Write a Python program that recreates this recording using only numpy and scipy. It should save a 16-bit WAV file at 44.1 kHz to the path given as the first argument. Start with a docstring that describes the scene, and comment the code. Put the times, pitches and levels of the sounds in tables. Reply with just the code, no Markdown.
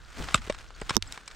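"""An ice axe bites into a frozen slope, shifts with hollow knocks and is wrenched free with a crunch.
Breaking ice is made of bursts of grainy noise; knocks and clinks are tones that die away fast.
Splinters tick all around. One hits the camera by the right microphone and overloads it, so the
volume dips briefly. A sleeve rustles with the swing, wind rumbles on the microphones and the
mountain hisses far away."""
import sys
import numpy as np
from scipy import signal
from scipy.fft import rfft, irfft, next_fast_len
from scipy.io import wavfile
from scipy.ndimage import uniform_filter1d

SR = 44100
rng = np.random.default_rng(int(sys.argv[2]) if len(sys.argv) > 2 else 0)


def put_to_file(sound):
    """Save the sound as 16-bit audio at rate SR, in the file named by the first command-line argument."""
    columns = np.atleast_2d(sound).T  # one column per channel
    safe = np.clip(columns, -1, 1)
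    whole_steps = np.round(safe * 32767)
    wavfile.write(sys.argv[1], SR, whole_steps.astype(np.int16))


N = 59535
TIME = np.arange(N) / SR

# The pick crushes the ice, then the edge of the hole crumbles.
# Each row: delay in seconds, level in dB, rise and fade in seconds. A fade is the time to drop 60 dB.
CRUSH_BURSTS = [(0, -13.3, .0025, .014), (.008, -27, .005, 0.056)]
# The tone of that crush. Each row: frequency in Hz, level in dB.
CRUSH_TONE = [(300, -7), (850, -5.5), (1120, 3.5), (1800, -8.5), (2600, 0.5), (3800, -4.5), (4600, -11),
              (8300, -9.5), (9800, -20), (15000, -37)]
# Axe and ice ring together. Each row: pitch in Hz, level in dB, then delay, rise and fade in seconds.
AXE_RING = [(560, -23, 0.004, 0.003, 0.02), (2650, -19, 0, .002, 0.012), (3780, -17, 0, 0.002, 0.009),
            (7734, -17, 0, 0.0027, 0.014)]

def axe_strike(start=.3427):
    """The pick crushes its way in with a knock that falls in pitch, and sets axe and ice ringing."""
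    crush = sum(fracture(start + delay, db, rise, fade, CRUSH_TONE)
                for delay, db, rise, fade in CRUSH_BURSTS)
    bite = from_db(-7.5) * vibration(start, hz=990, rise=.004, fade=.011, bend=.6)
    ring = sum(from_db(db) * vibration(start + delay, hz, rise, fade)
               for hz, db, delay, rise, fade in AXE_RING)
    return crush + bite + ring

# The glassy ring that every break wakes in the ice. Each number is a pitch in Hz.
GLASSY_PITCHES = [1652, 2290, 3726, 4050, 5250, 8200]
ICE_WIDTH, ICE_GRAIN_DB = .29, 2.5  # stereo width; how much the tiny breaks differ in size

def fracture(start, db, rise, fade, tone, tilt_db=0):
    """Ice gives way in a short run of tiny breaks, which make the ice around them ring."""
    shape = envelope(start, rise, fade)
    burst = colour(shape * grains(ICE_WIDTH, ICE_GRAIN_DB), tone, tilt_db)
    ring = from_db(-3) * sum(resonance(burst, hz, fade=.057) for hz in GLASSY_PITCHES)
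    return from_db(db) * unit_power(burst + ring) * np.sqrt(np.mean(shape ** 2))

# Ice cracks and splinters land. Each row: start in seconds, level in dB, rise and fade in seconds,
# tilt in dB per octave (higher is brighter).
ICE_CRACKS = [(0.283, -30.5, 0.0045, .034, -3.5), (0.373, -37.5, 0.006, 0.058, -1),
              (0.418, -40, .001, 0.029, -0.5), (.4728, -36, .0005, .012, -4.5),
              (.4968, -26.5, 0.0022, 0.042, -3), (0.5243, -31, 0.00066, 0.0052, 1.5),
              (0.5405, -39.5, 0.0075, 0.031, 0), (0.5865, -38.5, 0.00061, 0.011, 1.5),
              (0.705, -40, 0.00033, 0.018, -4), (0.798, -45, 0.0032, .016, 1), (.8135, -37, .0015, .005, 9),
              (.8145, -31.5, .002, .035, -7), (0.893, -23, 0.0027, 0.017, 1),
              (0.8975, -24, 0.00028, 0.007, .5), (0.9023, -23, 0.0036, 0.031, -2.5),
              (0.9459, -34, 0.0027, .02, 1.5), (1.1233, -26, 0.0005, 0.007, 4.8),
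              (1.1752, -32.5, 0.0013, 0.02, -1.5), (1.2763, -33.5, 0.0021, 0.024, 1.3),
              (1.3119, -40, .001, 0.017, 0.5)]
# The tone of cracking ice. Each row: frequency in Hz, level in dB.
CRACK_TONE = [(200, -11), (700, -5), (1180, 2), (2700, -.5), (5400, -6), (6400, -10), (8300, -8),
              (10000, -26.5), (15000, -40)]

def cracks():
    """Ice crunches at the pick, and loose splinters tick as they land."""
    return sum(fracture(start, db, rise, fade, CRACK_TONE, tilt)
               for start, db, rise, fade, tilt in ICE_CRACKS)

# Hollow knocks. Each row: start in seconds, level in dB, pitch in Hz, fade in seconds.
PLATE_KNOCKS = [(.379, -37, 215, .07), (0.4724, -32.5, 404, 0.022), (.4968, -18.5, 563, 0.029),
                (0.8141, -27.5, 410, .025), (.8935, -25, 1210, .018), (.9047, -25, 970, .022)]
# The tones in one knock. Each row: pitch multiplier, added level in dB, fade multiplier.
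PLATE_TONES = [(.38, -10.5, 0.95), (.72, -7, 0.42), (1, 1, 0.61), (1.1, -1, 1.2)]

def knocks(rise=.0027):
    """The levered pick knocks a plate of ice; neighbouring tones swing in opposite directions."""
    return sum((-1) ** k * from_db(db + added_db) * vibration(start, hz * ratio, rise, fade * stretch)
               for start, db, hz, fade in PLATE_KNOCKS
               for k, (ratio, added_db, stretch) in enumerate(PLATE_TONES))

# Deep thuds. Each row: start in seconds, level in dB, fade in seconds.
SHEET_THUDS = [(.3455, -22, .09), (.8163, -37, .05), (.9055, -25, .03)]

def thuds():
    """The ice sheet flexes under the pick; its lowest tones arrive last, so the pitch drops."""
    return sum(from_db(db) * vibration(start, hz=38, rise=.003, fade=fade, bend=7)
               for start, db, fade in SHEET_THUDS)

# Small clinks. Each row: start in seconds, lower pitch in Hz, levels of the lower and the upper tone
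# in dB, fade in seconds.
PICK_CLINKS = [(.746, 4480, -50, -58, .07), (.815, 4900, -50, -62, .1), (.8955, 5390, -25, -32, .019),
               (1.0735, 5100, -44, -41, .022)]

def clinks(upper_ratio=1.5, rise=.002):
    """Pick and chips clink, each time ringing with two bright tones."""
    return sum(from_db(db) * vibration(start, hz * ratio, rise, fade)
               for start, hz, low_db, high_db, fade in PICK_CLINKS
               for ratio, db in ((1, low_db), (upper_ratio, high_db)))

# A faint tick and thump, then the loud hit on the camera and a softer one.
# Each row: start in seconds, tick level in dB, thump level in dB.
TICKS_AND_THUMPS = [(.956, -27, -34.5), (0.9669, -1, -3), (0.976, -15, -14.5)]
# The tones of a tick and a thump. Each row: pitch in Hz, added level in dB, rise and fade in seconds.
TICK_TONES = [(1003, -2, 0.00069, 0.0094), (3760, -6, 0.00031, 0.0094), (5700, 6, 0.00018, 0.0035),
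              (12440, -10, 0.00066, 0.0032)]
THUMP_TONES = [(218, 5.5, 0.0018, 0.027), (345, 4, 0.0011, 0.026), (95.4, -14.5, 0.0054, 0.16)]

def camera_hit(thump_delay=.0014):
    """Sharp ticks with dull thumps, mostly on the right; the loudest is a chip hitting the camera."""
    sound = np.zeros(N)
    for when, tick_db, thump_db in TICKS_AND_THUMPS:
        tick, thump = (when, tick_db, TICK_TONES), (when + thump_delay, thump_db, THUMP_TONES)
        for start, db, tones in (tick, thump):
            for hz, added_db, rise, fade in tones:
                sound += from_db(db + added_db) * vibration(start, hz, rise, fade)
    return pan(left_db=-19.5) * sound

# The tone of a hard chip landing. Each row: frequency in Hz, level in dB.
SNAP_TONE = [(900, -20), (1900, 1), (4400, 1), (8500, -12), (11000, -24), (15000, -35)]

def chip_snap(start=1.0246):
    """A hard chip lands close by with one sharp, dry click and a brief rattle."""
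    click = from_db(-4.5) * (np.arange(N) == int(start * SR))
    rattle = from_db(-22.5) * envelope(start, rise=0, fade=.013) * grains(ICE_WIDTH, ICE_GRAIN_DB)
    return colour(click + rattle, SNAP_TONE)

def shards(per_second=55, low_hz=1470, high_hz=7140):
    """Loose crumbs of ice land at random down the slope, each with a dry tick of its own pitch."""
    ticks = np.zeros((2, N))
    for when, pitch, size, side in rng.random((int(per_second * N / SR), 4)):
        hz = low_hz * (high_hz / low_hz) ** pitch
        db = -47 - 3 * np.log(max(size, .05))  # many faint ticks, a few louder ones
        tick = vibration(when * N / SR, hz, rise=.00028, fade=.003)
        ticks += pan(left_db=4 * side - 2) * from_db(db) * tick
    return ticks

# How loudly sleeve and glove rub. Each row: time in seconds, level in dB.
RUB_LEVELS = [(0, -67.5), (.12, -51), (.225, -41.5), (.35, -42), (.405, -59.5), (.44, -44.5), (.57, -58.5),
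              (.61, -51.5), (.72, -65.5), (.78, -55), (.86, -54), (.93, -44.5), (1.05, -56.5),
              (1.15, -46.5), (1.24, -61), (1.32, -52.5)]
# The tones of the rubbing and of the arm's swish. Each row: frequency in Hz, level in dB.
RUB_TONE = [(400, -5.5), (1400, 2), (5000, -8), (8300, -12), (10500, -24.5), (15000, -30.5)]
SWISH_TONE = [(100, -2.5), (250, -1.5), (900, -16.5), (2500, -44)]

def sleeve():
    """Stiff cloth rubs with a grainy flutter, and the swinging arm pushes air in a soft swish."""
    cloth = grains(width=.23, spread_db=3)
    flutter = from_db(2.5 * flicker(seconds=.0051))
    rubbing = level_curve(RUB_LEVELS) * unit_power(cloth * flutter)
    swish = from_db(-36.5) * envelope(start=.16, rise=.046, fade=.26) * grains(width=.23)
    return colour(rubbing, RUB_TONE) + colour(swish, SWISH_TONE)

# Gusts of wind. Each row: time in seconds, level in dB.
GUST_LEVELS = [(0, -45), (.15, -51), (.21, -36), (.31, -45), (.37, -40), (.72, -51), (.85, -42.5),
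               (1.08, -43.5), (1.28, -62.5), (1.335, -45)]
# The tone of the wind. Each row: frequency in Hz, level in dB.
WIND_TONE = [(10, -13), (25, -2.5), (42, 0), (130, -20), (1000, -61.5)]

def wind():
    """Wind blows on the microphones with a low rumble that swells and sinks."""
    rumble = colour(grains(width=.62), WIND_TONE)
    return level_curve(GUST_LEVELS) * unit_power(rumble)

# The tone of the distant hiss. Each row: frequency in Hz, level in dB.
MOUNTAIN_TONE = [(300, -3.5), (900, -11), (1450, 1), (2100, -13), (4000, -12), (8000, -20.5), (15000, -50)]

def mountain():
    """The mountain hisses faintly and steadily, far away."""
    return from_db(-57) * colour(grains(width=.22), MOUNTAIN_TONE)

def from_db(db):
    """Turn decibels into a volume multiplier."""
    return 10 ** (np.asarray(db) / 20)

def unit_power(x):
    """Scale a signal so that its average power is one."""
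    return x / np.sqrt(np.mean(x ** 2) + 1e-20)

def level_curve(rows):
    """A volume that glides between rows of time in seconds and level in dB."""
    return from_db(np.interp(TIME, *np.transpose(rows)))

def pan(left_db):
    """Left and right volumes: positive leans left, and the nearer side stays at one."""
    return from_db([[min(left_db, 0)], [min(-left_db, 0)]])

def envelope(start, rise, fade):
    """A straight rise, then a fall of 60 dB every `fade` seconds."""
    age = TIME - start
    attack = np.clip(age / max(rise, 1e-5), 0, 1)
    return attack * np.exp(-np.log(1000) * np.clip((age - rise) / fade, 0, 10))

def vibration(start, hz, rise, fade, bend=0, settle_s=.006):
    """One dying tone that starts at (1 + bend) times its pitch and settles down to it."""
    age = np.maximum(TIME - start, 0)
    cycles = hz * (age + bend * settle_s * (1 - np.exp(-age / settle_s)))
    return envelope(start, rise, fade) * np.sin(2 * np.pi * cycles)

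def resonance(x, hz, fade):
    """Pick one pitch out of a sound and let it ring on."""
    decay = from_db(-60 / (fade * SR))
    feedback = [1, -2 * decay * np.cos(2 * np.pi * hz / SR), decay ** 2]
    return signal.lfilter(np.array([1, 0, -1]) * (1 - decay ** 2) / 2, feedback, x)

def colour(x, tone, tilt_db=0):
    """Filter a sound by a tone table and a tilt per octave; white noise keeps its power."""
    size = 2 * next_fast_len(N // 2 + 4096)
    octaves = np.log2(np.maximum(np.arange(size // 2 + 1) * SR / size, 1))
    hz, db = np.transpose(tone)
    curve_db = np.interp(octaves, np.log2(hz), db) + tilt_db * np.clip(octaves, 9, 14)
    gain = unit_power(from_db(curve_db))
    # Fold the filter forward in time, so nothing rings before the hit that causes it.
    cepstrum = irfft(np.log(gain))
    cepstrum[1:size // 2] *= 2
    cepstrum[size // 2 + 1:] = 0
    return irfft(rfft(x, size) * np.exp(rfft(cepstrum)))[..., :N]

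def grains(width, spread_db=0):
    """Stereo white noise; a spread breaks it into tiny clicks of uneven size."""
    mid, side = rng.standard_normal((2, N))
    grain_db = spread_db * np.minimum(rng.exponential(1, N // 16 + 1), 4)
    sizes = from_db(grain_db).repeat(16)[:N]
    return unit_power(sizes * (mid + width * side * np.array([[1], [-1]])))

def flicker(seconds):
    """A random wobble, smoothed over the given time."""
    size = max(int(seconds * SR), 1)
    return unit_power(uniform_filter1d(uniform_filter1d(rng.standard_normal(N), size), size))

def scene():
    """Everything that reaches the two microphones."""
    axe_and_ice = axe_strike() + thuds() + knocks() + cracks() + clinks()
    return axe_and_ice + chip_snap() + camera_hit() + sleeve() + wind() + mountain() + shards()

def record(dry):
    """An overload turns the volume down; it holds, then recovers. Peaks clip and the top treble is cut."""
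    overload, ceiling, cutoff_hz = 1.3, .92, 16000
    depth_db, attack_s, hold_s, recovery_db_per_s = 16.5, .0016, .038, 900
    overloaded = np.abs(dry).max(axis=0) > overload
    since_overload = TIME - np.maximum.accumulate(np.where(overloaded, TIME, -1))
    dip_db = np.clip(depth_db - recovery_db_per_s * (since_overload - hold_s), 0, depth_db)
    smoothing = np.exp(-1 / (attack_s * SR))
    dipped = dry * from_db(-signal.lfilter([1 - smoothing], [1, -smoothing], dip_db))
    treble_cut = signal.ellip(10, .1, 90, cutoff_hz, fs=SR, output="sos")
    return signal.sosfilt(treble_cut, np.clip(dipped, -ceiling, ceiling))

dry = scene()
out = record(dry)
put_to_file(out)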